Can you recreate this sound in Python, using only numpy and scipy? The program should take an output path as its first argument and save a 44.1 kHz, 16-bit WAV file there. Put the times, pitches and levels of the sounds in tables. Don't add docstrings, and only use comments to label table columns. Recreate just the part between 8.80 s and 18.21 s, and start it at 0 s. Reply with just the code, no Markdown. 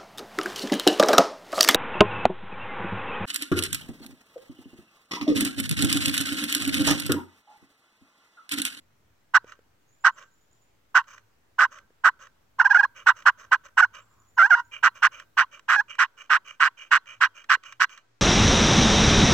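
import sys
import numpy as np
from scipy import signal
from scipy.io import wavfile
from scipy.ndimage import uniform_filter1d, minimum_filter1d

SR = 44100
rng = np.random.default_rng(int(sys.argv[2]) if len(sys.argv) > 2 else 0)


def volts(x):
    e = np.asarray(x, float) / 20
    return 10 ** e


def log_audio(samples):
    frames = np.atleast_2d(samples).T
    limited = np.clip(frames, -1, 1)
    pcm = np.round(limited * 32767).astype(np.int16)
    wavfile.write(sys.argv[1], SR, pcm)


N = 414981

# [f/Hz, density/dB per Hz]
HUSH = [(24, -34), (40, -1), (54, -7), (109, -7), (198, -12), (248, -11), (710, -16), (1500, -18),
        (3990, -26), (7460, -31), (9820, -37), (13500, -30), (15800, -29.5)]
HUSH_DB = -70
# [f/Hz, correlation 0-1]
SAME = [(40, 0.9), (100, 0.8), (160, 0.4), (300, 0.32), (700, 0.077)]
# [t/s, f/Hz, level/dB]
HUM = [(0.0, 104.3, -78.5), (3.6, 108.3, -82.5), (3.9, 104.3, -75.5), (6.503, 105.9, -77.5),
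       (7.002, 105.6, -82.5), (9.41, 113.4, -86)]
# [t/s, level/dB]
BREEZE = [(0.0, -78), (2.202, -81), (4.001, -77), (5.801, -74), (7.798, -91.5), (8.8, -84), (9.41, -90)]
# [t/s, level/dB]
FIZZ = [(0, 2), (2.001, 2.5), (3.5, 1), (4.2, 5.5), (5.2, 3.5), (6.2, 7.5), (6.801, 1), (9.1, 0),
        (9.3, -8.5), (9.41, -6)]

# [t/s, hold/s, release/s, level/dB, chalk over usual grit/dB]
CLUCKS = [(0.538, .038, .006, -8.5, 1), (1.24, 0.044, .023, -10.5, -0.5), (2.145, .041, .031, -9.5, 2),
          (2.783, 0.068, .015, -12, -3), (3.238, .052, .01, -10.5, -2.5), (4.262, .042, .019, -8, 0.1),
          (4.455, 0.041, 0.01, -8, 0.25), (4.713, 0.037, .013, -10, -2.5), (4.971, 0.043, .008, -8.5, -1),
          (6.028, 0.051, .013, -9.5, -0.64), (6.221, 0.051, .007, -11, -1), (6.57, 0.051, .025, -11, -2.5),
          (6.882, 0.084, .002, -13, -4), (7.184, .056, .021, -13.5, 0), (7.496, 0.073, .012, -14, -4.5),
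          (7.798, 0.081, .009, -15, -3.5), (8.109, .066, .007, -13.5, -1), (8.405, 0.053, .018, -15.5, -1),
          (8.69, 0.064, 0.01, -16, 0.5), (8.997, 0.053, 0.0038, -17.5, 1.7)]
# [t/s, level/dB, slip rate f/Hz]
YELPS = [
    [(5.568, -51, 1000), (5.58, -20, 1000), (5.587, -14, 780), (5.597, -12.5, 685), (5.624, -12.5, 670),
     (5.63, -13, 765), (5.658, -15, 815), (5.666, -20, 930), (5.69, -47.5, 1050)],
    [(5.694, -40.5, 1000), (5.703, -23.5, 950), (5.708, -12, 800), (5.722, -13, 700), (5.745, -13, 710),
     (5.751, -17.5, 820), (5.755, -26, 960), (5.8, -23.5, 980), (5.83, -58, 960)],
]
# [t/s, level/dB, slip rate f/Hz]
CHIRPS = [
    [(3.785, -42, 960), (3.792, -23, 1020), (3.797, -18.5, 880), (3.801, -10.5, 775), (3.809, -12.5, 644),
     (3.816, -13.5, 930), (3.822, -20, 900), (3.83, -28.5, 950), (3.838, -41, 1600)],
    [(3.84, -40.5, 1000), (3.848, -19.5, 960), (3.853, -17.5, 830), (3.858, -11.5, 785),
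     (3.866, -12.5, 790), (3.87, -19.5, 880), (3.877, -24.5, 1000), (3.888, -43, 1050)],
    [(3.89, -43, 1000), (3.899, -27.5, 960), (3.904, -21, 850), (3.91, -11, 790), (3.92, -13, 810),
     (3.927, -21.5, 900), (3.932, -23, 1000), (3.936, -27.5, 1000)],
    [(3.937, -26, 1000), (3.943, -23, 940), (3.948, -9.5, 770), (3.956, -12, 690), (3.963, -13.5, 740),
     (3.968, -14, 700), (3.973, -12.5, 800), (3.976, -22.5, 870), (3.979, -23, 880)],
    [(3.98, -27, 870), (3.99, -19.5, 830), (3.998, -10.5, 800), (4.007, -15.5, 830), (4.012, -23, 1080),
     (4.017, -30.5, 870), (4.022, -39.5, 1080)],
    [(4.023, -36, 900), (4.029, -26.5, 950), (4.034, -16, 810), (4.039, -13.5, 830), (4.046, -21, 850),
     (4.05, -21, 990), (4.057, -30.5, 1070), (4.064, -56, 1530)],
]
# [t/s, level/dB, slip rate f/Hz]
AFTERS = [
    [(5.012, -19.5, 900), (5.02, -22.5, 900), (5.026, -13, 770), (5.036, -12.5, 710), (5.043, -15.5, 740),
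     (5.05, -22.5, 930), (5.064, -54.5, 1050)],
    [(6.962, -16.5, 830), (6.967, -19.5, 850), (6.972, -27.5, 850), (6.986, -20, 815), (6.998, -16, 815),
     (7.006, -19.5, 860), (7.012, -29, 980), (7.024, -54.5, 1050)],
]
# [t/s, level/dB, grit/dB, slip rate f/Hz, roughness 0-1]
CATCH = [
    (0, -19.5, -7, 1040, .05),
    (.004, -9, -5.5, 960, .1),
    (.008, 1, -4.5, 760, .25),
    (.016, 0, 0, 680, .7),
]
# [share of the hold after the catch, level/dB, grit/dB, slip rate f/Hz, roughness 0-1]
DEEPEST = (.45, 0, 0, 630, .8)
# [t/s, level/dB, grit/dB, slip rate f/Hz, roughness 0-1]
EASE = [
    (-.006, -0.5, -3, 756, 0.39),
    (0, -3, -7.5, 877.5, 0.51),
]
# [share of the release, level/dB, grit/dB, slip rate f/Hz, roughness 0-1]
LIFT = (.6, -12, -13, 930, .3)
GONE = (1, -24, -14, 1040, .28)
DIE_S, DIE_DB = .0045, -22
GRIT_DB, BITE_DB, BARER_DB_PER_S = -40, -41, 1.56
# [low f/Hz, high f/Hz]
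GRIT_HZ = (3500, 9000)
CLEAR_HZ, HOARSE_SPAN_HZ, LEAST_ROUGH = 780, 450, .03
GENTLE_GRIT_DB, GRIT_FOLLOWS, CREST_DB = -58, .8, 3
# [t/s, depth/dB]
LAPSES = [
    (3.808, -5.5),
    (3.955, -7),
    (3.967, -4),
    (5.6, -3),
    (5.613, -4.5),
    (5.622, -6),
    (5.642, -8.5),
    (5.657, -8),
    (5.777, -6),
    (5.726, -3.5),
]
# [t/s, peak level/dB]
SLAMS = [(0.5489, -20.5), (0.5609, -15.0), (1.2629, -16.5), (2.1631, -16.5), (2.17, -13), (2.808, -14),
         (2.813, -16.5), (3.2531, -21), (3.2705, -21), (4.274, -16), (4.2815, -19), (4.4688, -17.5),
         (4.4787, -18), (4.7295, -19.0), (4.7381, -16), (4.9907, -18.5), (4.9998, -20.5), (6.0504, -23.5),
         (6.0588, -20), (6.0668, -18), (6.072, -15), (6.2398, -16.5), (6.2466, -14.5), (6.252, -10.5),
         (6.2634, -18.0), (6.5821, -16.5), (6.5943, -11.5), (6.6, -13.0), (6.897, -24), (6.909, -14.0),
         (6.9182, -15), (6.9507, -18.5), (7.2042, -16), (7.2107, -15.5), (7.2176, -16), (7.2231, -15),
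         (7.5229, -14.5), (7.5303, -14.0), (7.536, -11.5), (7.5423, -15.5), (7.8206, -17), (7.8273, -10.5),
         (7.8338, -11.5), (7.84, -13.5), (8.134, -10), (8.1399, -15), (8.1465, -13), (8.1538, -12.5),
         (8.4241, -13), (8.431, -15), (8.4379, -9), (8.444, -14), (8.7113, -15), (8.718, -10),
         (8.7258, -13.5), (8.7341, -16), (9.0143, -13.5), (9.0205, -11.0), (9.0304, -17), (9.0447, -16)]
RATTLE_HZ, KNOCK_LAG_S, SLAM_DB = 158, .001, 30

# [f/Hz, level/dB]
LEFT = [(60, -54.5), (165, -29), (300, -30.5), (650, -27.5), (1000, -16), (1500, -7), (1950, -5),
        (2200, -8.5), (3400, -34.5), (5900, -30), (7000, -46.5), (8300, -66), (10500, -69), (12200, -55.5)]
RIGHT = [(60, -47), (165, -28), (300, -26.5), (650, -22.5), (1000, -16), (1500, -2), (1950, 4), (2150, -11),
         (3200, -14.5), (3700, -25.5), (6300, -44), (7500, -31.5), (9300, -63), (12000, -63)]
# [f/Hz, width/Hz, level/dB]
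SHELL = [(1050, 279, 13), (1256, 340, 10.5), (1510, 280, 8), (2400, 110, 1), (2840, 280, 6.5),
         (3850, 48, 5.5), (4160, 38, 9.5), (5000, 310, -3), (6082, 130, 2), (7355, 570, -7.5),
         (8820, 170, -13.5), (9700, 200, -17), (10300, 390, -16), (15100, 900, -5.5), (16700, 640, -33)]
# [f/Hz, phase/rad]
LEAD = [(100, 0), (1550, -.3), (1900, 1.5), (2700, 1.3), (3300, -.8), (4200, 1.9), (4800, 1), (5800, 1.8),
        (6500, -1.6), (8000, .3), (16000, -6)]
# [f/Hz, level/dB, t60/s]
BARREL = [(940, -38, 1), (1140, -52.5, .5), (1340, -48, 1), (1340, -55, 0.75), (1560, -44, 0.55),
          (2100, -41.5, .15), (3170, -41, 0.33), (3430, -40.5, .3), (4900, -35, .25), (5900, -39, .25)]
# [f/Hz, t60/s]
WOODS = [(500, .35), (1000, 0.75), (1500, 1), (4000, 0.37)]

# [t/s, peak level/dB, ring f/Hz]
TICKS = [(0.644, -30, 474), (0.721, -32, 1470), (0.791, -38.5, 474), (1.426, -39.5, 1430),
         (2.241, -46, 1510), (2.38, -37.5, 1610), (2.986, -35.5, 1470), (3.105, -43, 455),
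         (3.47, -38.5, 1430), (4.368, -39.5, 1480), (4.423, -36.5, 1480), (5.152, -32, 1340),
         (5.2, -65.5, 1050), (6.399, -28.5, 1590), (6.794, -35.5, 1590), (7.153, -36, 1150),
         (7.459, -52.5, 1320), (8.258, -44.5, 1490), (8.642, -35.5, 1420), (8.772, -42.5, 482),
         (8.836, -33.5, 2260), (8.924, -27.5, 1490), (9.094, -37.5, 1490), (9.176, -32.5, 1490)]
# [t/s, length/s, scrape level/dB, wall ring over scrape/dB]
RETURNS = [(0.661, 0.074, -52.5, -8.5), (1.358, 0.087, -52.5, -11.5), (2.27, 0.12, -58.5, -6),
           (2.905, 0.096, -52.5, -12), (3.392, 0.077, -52.5, -11.5), (4.149, .084, -52.5, -1.5),
           (4.35, .079, -54, -7.5), (4.575, 0.085, -53, -14), (4.836, 0.045, -51, -11.5),
           (5.13, 0.075, -50.5, -4), (5.914, 0.072, -53.5, 8.5), (6.143, 0.064, -53.5, -3.5),
           (6.311, 0.11, -53, 0.5), (6.712, 0.068, -54, 1.5), (7.082, .072, -56.5, 10.5),
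           (7.369, .085, -57.5, 4), (7.647, 0.099, -59, 6.5), (7.97, 0.097, -58, 8.5),
           (8.261, 0.093, -55.5, 6.5), (8.542, 0.09, -58.5, 6), (8.829, 0.11, -58.5, 5),
           (9.087, 0.11, -60, 5)]
RETURN_HISS_DB = -62.5
# [f/Hz, level/dB]
SLIDE = [(300, 2.5), (600, 24.5), (800, -11.5), (1100, 1), (1500, -4), (2300, -6.5), (3100, 4.5),
         (3800, 16.5), (4500, -4)]

# [t/s, top f/Hz, level/dB]
BIRD = [(1, 7200, -82.5), (1.065, 6780, -75), (1.115, 7280, -70), (1.2, 7360, -67), (1.319, 7400, -66.5),
        (1.402, 7300, -71), (1.511, 7230, -69), (1.601, 7220, -69.5), (1.708, 7290, -72),
        (1.805, 7230, -69.5), (5.196, 7550, -66.5), (5.297, 7360, -70), (5.378, 7180, -72),
        (5.466, 7220, -69.5), (5.549, 7100, -73), (5.647, 7350, -67), (5.74, 6970, -69), (5.84, 7190, -71)]
NOTE_S, SWEEP_HZ, LEVELLING = 0.046, 650, 2
CHIP_AFTER_S, CHIP_S, CHIP_TOP_HZ, CHIP_FALL_HZ, CHIP_DB = 0.042, 0.0055, 6300, 891, -5

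# [low f/Hz, high f/Hz]
EMPTIED_HZ = [(7700, 10350), (8850, 10300)]
# [low f/Hz, high f/Hz]
PATCHY_HZ = (9150, 10200)
LOUD_OVER_DB, SOFT_OVER_DB = -33, -50


def evened(x):
    return x / np.sqrt(np.mean(x ** 2) + 1e-20)


def read(points, hz):
    f, value = np.transpose(points)
    return np.interp(np.log(hz + 1), np.log(f + 1), value)


def wander(count, hz):
    return evened(signal.lfilter(*signal.butter(2, hz, fs=SR), rng.standard_normal(count)))


def near(f, centre_hz, half_width_hz, order=2):
    return 1 / (1 + ((f - centre_hz) / half_width_hz) ** order)


def below(f, corner_hz, order):
    return 1 / (1 + (f / corner_hz) ** order)


def above(f, corner_hz, order):
    return 1 / (1 + (corner_hz / (f + 1)) ** order)


def engine_hum():
    s, hum_hz, hum_db = np.transpose(HUM)
    t = np.arange(N) / SR
    turns = np.cumsum(np.interp(t, s, hum_hz) * (1 + 0.034 * wander(N, 6))) / SR
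    level_db = np.interp(t, s, hum_db) + 6.1 * wander(N, 6.2)
    return np.sqrt(2) * volts(level_db) * np.sin(2 * np.pi * turns)


def hush():
    frames, hz = N // 256 + 5, np.fft.rfftfreq(1024, 1 / SR)
    frame_s, f = np.arange(frames) * 256 / SR, hz[:, None]
    a, b, c, d, patches = rng.standard_normal((frames, 513, 5)).T
    patches = uniform_filter1d(patches, size=12, axis=0)
    patches = evened(uniform_filter1d(patches, size=14, axis=1))
    same, left = np.clip(read(SAME, hz), -1, 1)[:, None], a + 1j * b
    z = np.array([left, same * left + np.sqrt(1 - same ** 2) * (c + 1j * d)])
    ports_db = np.array([4.0 * near(hz, port_hz, 450) for port_hz in (6100, 7500)])[:, :, None]
    ports_db = ports_db - 3.5 * (f > 11500)
    breeze_db = np.interp(frame_s, *np.transpose(BREEZE)) - BREEZE[0][1]
    z *= volts(breeze_db * below(f, 160, 2)) * (f < 15900)
    z *= volts(np.interp(frame_s, *np.transpose(FIZZ)) * above(f, 9500, 8))
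    z *= volts(read(HUSH, hz)[:, None] + ports_db + 1.0 * patches)
    noise = signal.istft(z, nperseg=1024, noverlap=768)[1][:, :N]
    noise = signal.lfilter(*signal.butter(2, 45, "highpass", fs=SR), noise)
    return volts(HUSH_DB) * noise / np.std(noise.mean(0)) + engine_hum()


def played(tables):
    tables = sorted(tables)
    ends = [table[0][0] for table in tables[1:]] + [np.inf]
    t = np.arange(N) / SR
    rows = np.array([row for table, end in zip(tables, ends) for row in table if row[0] < end])
    rows = rows[np.argsort(rows[:, 0])]
    level_db, *rest = (np.interp(t, rows[:, 0], column) for column in rows.T[1:])
    moving = np.zeros(N)
    for table in tables:
        moving[round(table[0][0] * SR) - 20:round(table[-1][0] * SR) + 130] = 1
    return uniform_filter1d(moving, size=130) * volts(level_db), *rest


def shell_db(port, hz):
    return read(port, hz) + sum(db * near(hz, f, width / 2) for f, width, db in SHELL)


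def heard(x, source_db=lambda hz: 0):
    hz = np.fft.fftfreq(4096, 1 / SR)
    ports_db = np.array([shell_db(port, abs(hz)) for port in (LEFT, RIGHT)])
    log_gain = np.log(volts(ports_db + source_db(abs(hz))))
    phase = -signal.hilbert(log_gain).imag
    phase[1] = phase[0] - np.sign(hz) * read(LEAD, abs(hz))
    taps = np.fft.ifft(np.exp(log_gain + 1j * phase)).real
    taps = np.roll(taps, 256, axis=1)[:, :2048]
    return signal.oaconvolve(x * np.ones((2, 1)), taps, axes=1)[:, 256:N + 256]


def band_rms(x, low_hz, high_hz, where):
    band = signal.butter(4, [low_hz, high_hz], "bandpass", fs=SR, output="sos")
    return np.sqrt(np.average(signal.sosfilt(band, x.mean(0)) ** 2, weights=where))


def air(same=.6):
    a, b = rng.standard_normal((2, N))
    return np.array([a, same * a + np.sqrt(1 - min(same, 1) ** 2) * b])


def dips(rows, width_s):
    db, span = np.zeros(N), np.arange(-400, 401)
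    for s, depth_db in rows:
        db[round(s * SR) + span] += depth_db * np.exp(-(span / (width_s * SR)) ** 2)
    return volts(db)


def push(start, held, release, db, chalk_db):
    ease, caught = start + held, start + CATCH[-1][0]
    stages = [(start + s, *row) for s, *row in CATCH]
    stages.append((caught + DEEPEST[0] * (ease - caught), *DEEPEST[1:]))
    stages += [(ease + s, *row) for s, *row in EASE]
    stages += [(ease + share * release, *row) for share, *row in (LIFT, GONE)]
    stages.append((ease + release + DIE_S, GONE[1] + DIE_DB, *GONE[2:]))
    bite_db = BITE_DB + BARER_DB_PER_S * start + 0.94 * chalk_db - db
    chalk_grit_db = GRIT_DB + chalk_db - db
    return [(s, db + more_db, chalk_grit_db + grit_db, hz, rough, bite_db)
            for s, more_db, grit_db, hz, rough in stages]


def gently(table):
    stages = []
    for s, db, hz in table:
        rough = max((CLEAR_HZ - hz) / HOARSE_SPAN_HZ, LEAST_ROUGH)
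        grit_db = GENTLE_GRIT_DB + 24 * rough + GRIT_FOLLOWS * (db + 15) - db
        stages.append((s, db + CREST_DB, grit_db, hz, rough, -30))
    return stages


def rattling():
    s = np.array([0] + [s - KNOCK_LAG_S for s, db in SLAMS] + [N / SR])
    t = np.arange(N) / SR
    turns = np.cumsum(np.maximum(np.round(np.diff(s, prepend=0) * RATTLE_HZ), 1))
    halfway = (s[1:] + s[:-1]) / 2
    distance = np.c_[0 * s[1:], np.diff(s) / 2].ravel().tolist() + [0]
    away = np.interp(t, np.sort(np.r_[s, halfway]), distance)
    return 2 * np.pi * (np.interp(t, s, turns) + .25 * np.minimum(away / .02, 1) * wander(N, 15))


def slip_sizes(hz, rough, sharp, rattle, cycle):
    slam = np.maximum(rough - .28, 0) * np.exp(4.5 * (np.cos(rattle) - 1))
    size = 1 + (2. + .6 * sharp) * slam
    size = size * volts(2.2 * rough * np.minimum(rng.standard_normal(N), 1)[cycle])
    light = np.clip((hz - 880) / 60, 0, 1) * np.clip(.8 + .35 * wander(N, 40), 0, 2)
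    size *= 1 + .45 * light * (-1.) ** cycle
    size *= 1 - 1.1 * rough * np.exp(2.5 * (np.cos(rattle + 1.3) - 1))
    size /= np.sqrt(uniform_filter1d(size ** 2, size=800))
    size *= volts(-2.5 * rough * np.maximum(wander(N, 70), 0) ** 2)
    size *= dips(LAPSES, .0012)
    return size * dips([(s - KNOCK_LAG_S, -14) for s, db in SLAMS], .001)


def shell_loudness(hz, rough):
    grid = np.linspace(500, 1300, num=60)
    sung = 0
    for k in range(1, 4):
        sung = sung + (volts(shell_db(LEFT, k * grid)) + volts(shell_db(RIGHT, k * grid))) ** 2 / 8
    return np.sqrt((1 - rough) * np.interp(hz, grid, sung) + rough * sung.mean())


def round_slip_db(f):
    slope_db = -11.0 * above(f, 2000, 6) + 4.7 * above(f, 4200, 6)
    return slope_db + 1.9 * near(f, 2080, 130) - 3.5 * near(f, 2400, 180)


def sharp_slip_db(f):
    slope_db = 0.48 * np.log2(np.clip(f, 400, 2600) / 1400) - 5.7 * below(f, 900, 8)
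    return slope_db + 2.2 * near(f, 2450, 200) - 3.0 * near(f, 1480, 120)


def peg():
    gentle = [gently(table) for table in YELPS + CHIRPS + AFTERS]
    gain, grit_db, hz, rough, bite_db = played([push(*row) for row in CLUCKS] + gentle)
    rough = np.clip(rough, 0, 1)
    rattle = rattling()
    unsteady = (.011 + .03 * np.clip((hz - 900) / 60, 0, 1)) * wander(N, 130)
    jolted = rough ** 1.25 * (.34 * np.sin(rattle) + .095 * wander(N, 250))
    turns = np.cumsum(hz * (1 + jolted + unsteady)) / SR
    cycle = np.round(turns).astype(int)
    sharp = np.clip((bite_db + 28.5) / 13, 0, 1)
    size = slip_sizes(hz, rough, sharp, rattle, cycle)

    pulses = 14.5 * np.sinc(29 * (turns - cycle)) / np.sinc(turns - cycle) - .5
    octave = .75 * np.clip((hz - 860) / 50, 0, 1) * np.cos(4 * np.pi * turns)
    driven = gain / shell_loudness(hz, rough) * size * (pulses - octave)
    body = heard((1 - sharp) * driven, round_slip_db)
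    body += heard(sharp * driven, sharp_slip_db)
    clean = np.clip(1 - rough / 0.26, 0, 1)
    body += heard(clean * driven, lambda f: -30 * below(f, 3300, 6) - 10.0 * above(f, 7000, 8))

    grinding = np.sqrt(size) * (0.74 + np.exp(-(turns % 1) / .25))
    grit = heard(grinding * air(same=0.048), lambda f: -40 * below(f, 3000, 4))
    grit *= gain * volts(grit_db + 2.0) * (0.53 + 1.0 * rough) / band_rms(grit, *GRIT_HZ, gain)
    thump = volts(-58.5) * rough * gain / gain.max() * np.sin(rattle)
    return body + grit + thump


def slams():
    def blow_db(f):
        slope_db = 3.7 * np.log2(np.clip(f, 400, 4500) / 1700)
        return slope_db + 4.5 * near(f, 2450, 200) - 7.8 * above(f, 5500, 6)

    blows = np.zeros(N)
    for s, db in SLAMS:
        blows[round((s - KNOCK_LAG_S) * SR)] = -volts(db + SLAM_DB)
    return heard(blows, blow_db)


def barrel(call):
    t = np.arange(SR // 2) / SR
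    ring = np.zeros(len(t))
    for hz, db, t60 in BARREL:
        mode = volts(db - 60 * t / t60) * wander(len(t), 30) * np.sin(2 * np.pi * hz * t)
        ring += mode * np.log(1000) / (t60 * SR) * 20
    return signal.oaconvolve(call, ring[None], axes=1)[:, :N]


def woods(x):
    taps = np.zeros((2, SR))
    at = np.arange(400, SR - 20, 20) + rng.integers(0, 20, (2, (SR - 401) // 20))
    np.put_along_axis(taps, at, rng.choice([-1., 1.], at.shape), 1)
    hz, t, z = signal.stft(taps, SR, nperseg=256)
    tail = signal.istft(z * volts(-60 * t / read(WOODS, hz)[:, None]), SR, nperseg=256)[1]
    return signal.fftconvolve(x[None], tail / np.linalg.norm(tail[0]), axes=1)[:, :N]


def ticks():
    def snap_db(f):
        return 20.0 * np.log2(1 + f / 2500) - 5.5 * near(f, 1400, 600) - 16.0 * above(f, 10000, 10)

    snap, ring, t = np.zeros(N), np.zeros(N), np.arange(900) / SR
    for s, db, hz in TICKS:
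        at, low = round(s * SR), hz < 800
        snap[at:at + len(t)] += volts(db - 9.0 - 17 * low - 60 * t / 0.025) * rng.standard_normal(len(t))
        ring[at:at + len(t)] += volts(db - 7.5 - 60 * t / 0.021) * np.sin(2 * np.pi * hz * t) * low
    return heard(snap, snap_db) + ring


def slide_back(start, length, db, wall):
    end, hiss = start + length, RETURN_HISS_DB - db
    return [(start, db - 10, hiss - 4, wall - 6),
            (start + .015, db, hiss + 1.5, wall - 3),
            (start + .035, db + 1.5, hiss + 1.5, wall + 1.5),
            (end - .008, db - 0.5, hiss - 5, wall - 6.0),
            (end + 0.03, db - 18.5, hiss - 8, wall - 8.0)]


def spring():
    def scrape_db(f):
        return read(SLIDE, f) - 30 * above(f, 5000, 6)

    def wall_mode_db(f):
        return -35 + 35 * near(f, 2380, 230) + 30 * near(f, 3050, 330, 4)

    def thin_hiss_db(f):
        return 13.0 * near(f, 6400, 500) - 30 * below(f, 4200, 6) + 7.0 * above(f, 10500, 12)

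    gain, hiss_db, wall_db = played([slide_back(*row) for row in RETURNS])
    grains = volts(1.4 * np.minimum(rng.exponential(1, N), 4))
    grains = grains * (rng.random(N) < 7000 / SR)
    grains = grains * volts(2.2 * wander(N, 60))
    low = heard(grains * air(same=0.85), scrape_db)
    wall = heard(grains * air(same=.93), wall_mode_db)
    high = heard(grains * air(same=0.94), thin_hiss_db)
    scrape = volts(-1.5) * low / band_rms(low, 900, 3500, gain)
    ring = volts(wall_db - 1.5) * wall / band_rms(wall, 2100, 2600, gain)
    hiss = volts(hiss_db) * high / band_rms(high, 5000, 8500, gain)
    return gain * (scrape + ring + hiss)


def bird():
    out = np.zeros(N)
    u, v = np.linspace(0, 1, round(NOTE_S * SR)), np.linspace(0, 1, round(CHIP_S * SR))
    chip = np.sin(np.pi * v) * np.sin(2 * np.pi * np.cumsum(CHIP_TOP_HZ - CHIP_FALL_HZ * v) / SR)
    for s, top_hz, db in BIRD:
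        hz = top_hz - SWEEP_HZ * (1 - u) ** LEVELLING
        note = np.sin(np.pi * u) * np.sin(2 * np.pi * np.cumsum(hz) / SR)
        out[round(s * SR):][:len(u)] += volts(db) * note
        out[round((s + CHIP_AFTER_S) * SR):][:len(v)] += volts(db + CHIP_DB) * chip
    return out * volts(5.2 * wander(N, 120))


def sleeve():
    def brush_db(f):
        return -6.0 * abs(np.log2((f + 1) / 950)) - 12 * above(f, 1250, 8)

    start_s, length_s, level_db = 5.1, 0.44, -69
    t = np.arange(N) / SR
    shape = np.sin(np.pi * np.clip((t - start_s) / length_s, 0, 1)) * volts(3.0 * wander(N, 25))
    return volts(level_db) * shape * evened(heard(air(same=0.87), brush_db))


def scene():
    call, song = peg() + slams() + spring() + ticks() + sleeve(), bird()
    song_ports = song * volts(np.array([[-2], [2.5]]))
    return call + barrel(call) + song_ports + woods(volts(-50.5) * call.mean(0) + song) + hush()


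def emptied(x):
    hz, t, z = signal.stft(x, SR, nperseg=1024)
    level_db = 10 * np.log10((abs(z) ** 2).sum(1).mean(0) + 1e-12)
    soft = level_db > SOFT_OVER_DB
    loud = (level_db > LOUD_OVER_DB) & (np.roll(level_db, 1) > SOFT_OVER_DB)

    def within(low, high):
        return ((hz > low) & (hz < high))[:, None]

    band, frame = np.arange(len(hz)) // 12, np.arange(len(t)) // 4
    chance, step = rng.random((2, 2, band[-1] + 1, frame[-1] + 1))[:, :, band][..., frame]
    keep = 1 - np.array([within(*edges) & loud for edges in EMPTIED_HZ])
    keep = keep * ~(within(*PATCHY_HZ) & soft & (chance < .6))
    keep = keep * ~(within(10300, SR) & loud & (chance < .16))
    uneven_db = 2.5 * np.sqrt(12) * (step - .5)
    keep = keep * volts(uneven_db * (within(3400, SR) & loud))
    return signal.istft(z * keep, SR, nperseg=1024)[1][:, :N]


def low_pass(x):
    return signal.sosfilt(signal.butter(12, 16000, fs=SR, output="sos"), x)


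def record(dry):
    room = minimum_filter1d(.98 / np.maximum(abs(dry).max(0), .98), size=121)
    limited = dry * uniform_filter1d(room, size=121)
    mix = emptied(limited) - .0004
    return low_pass(mix)


dry = scene()
out = record(dry)
log_audio(out)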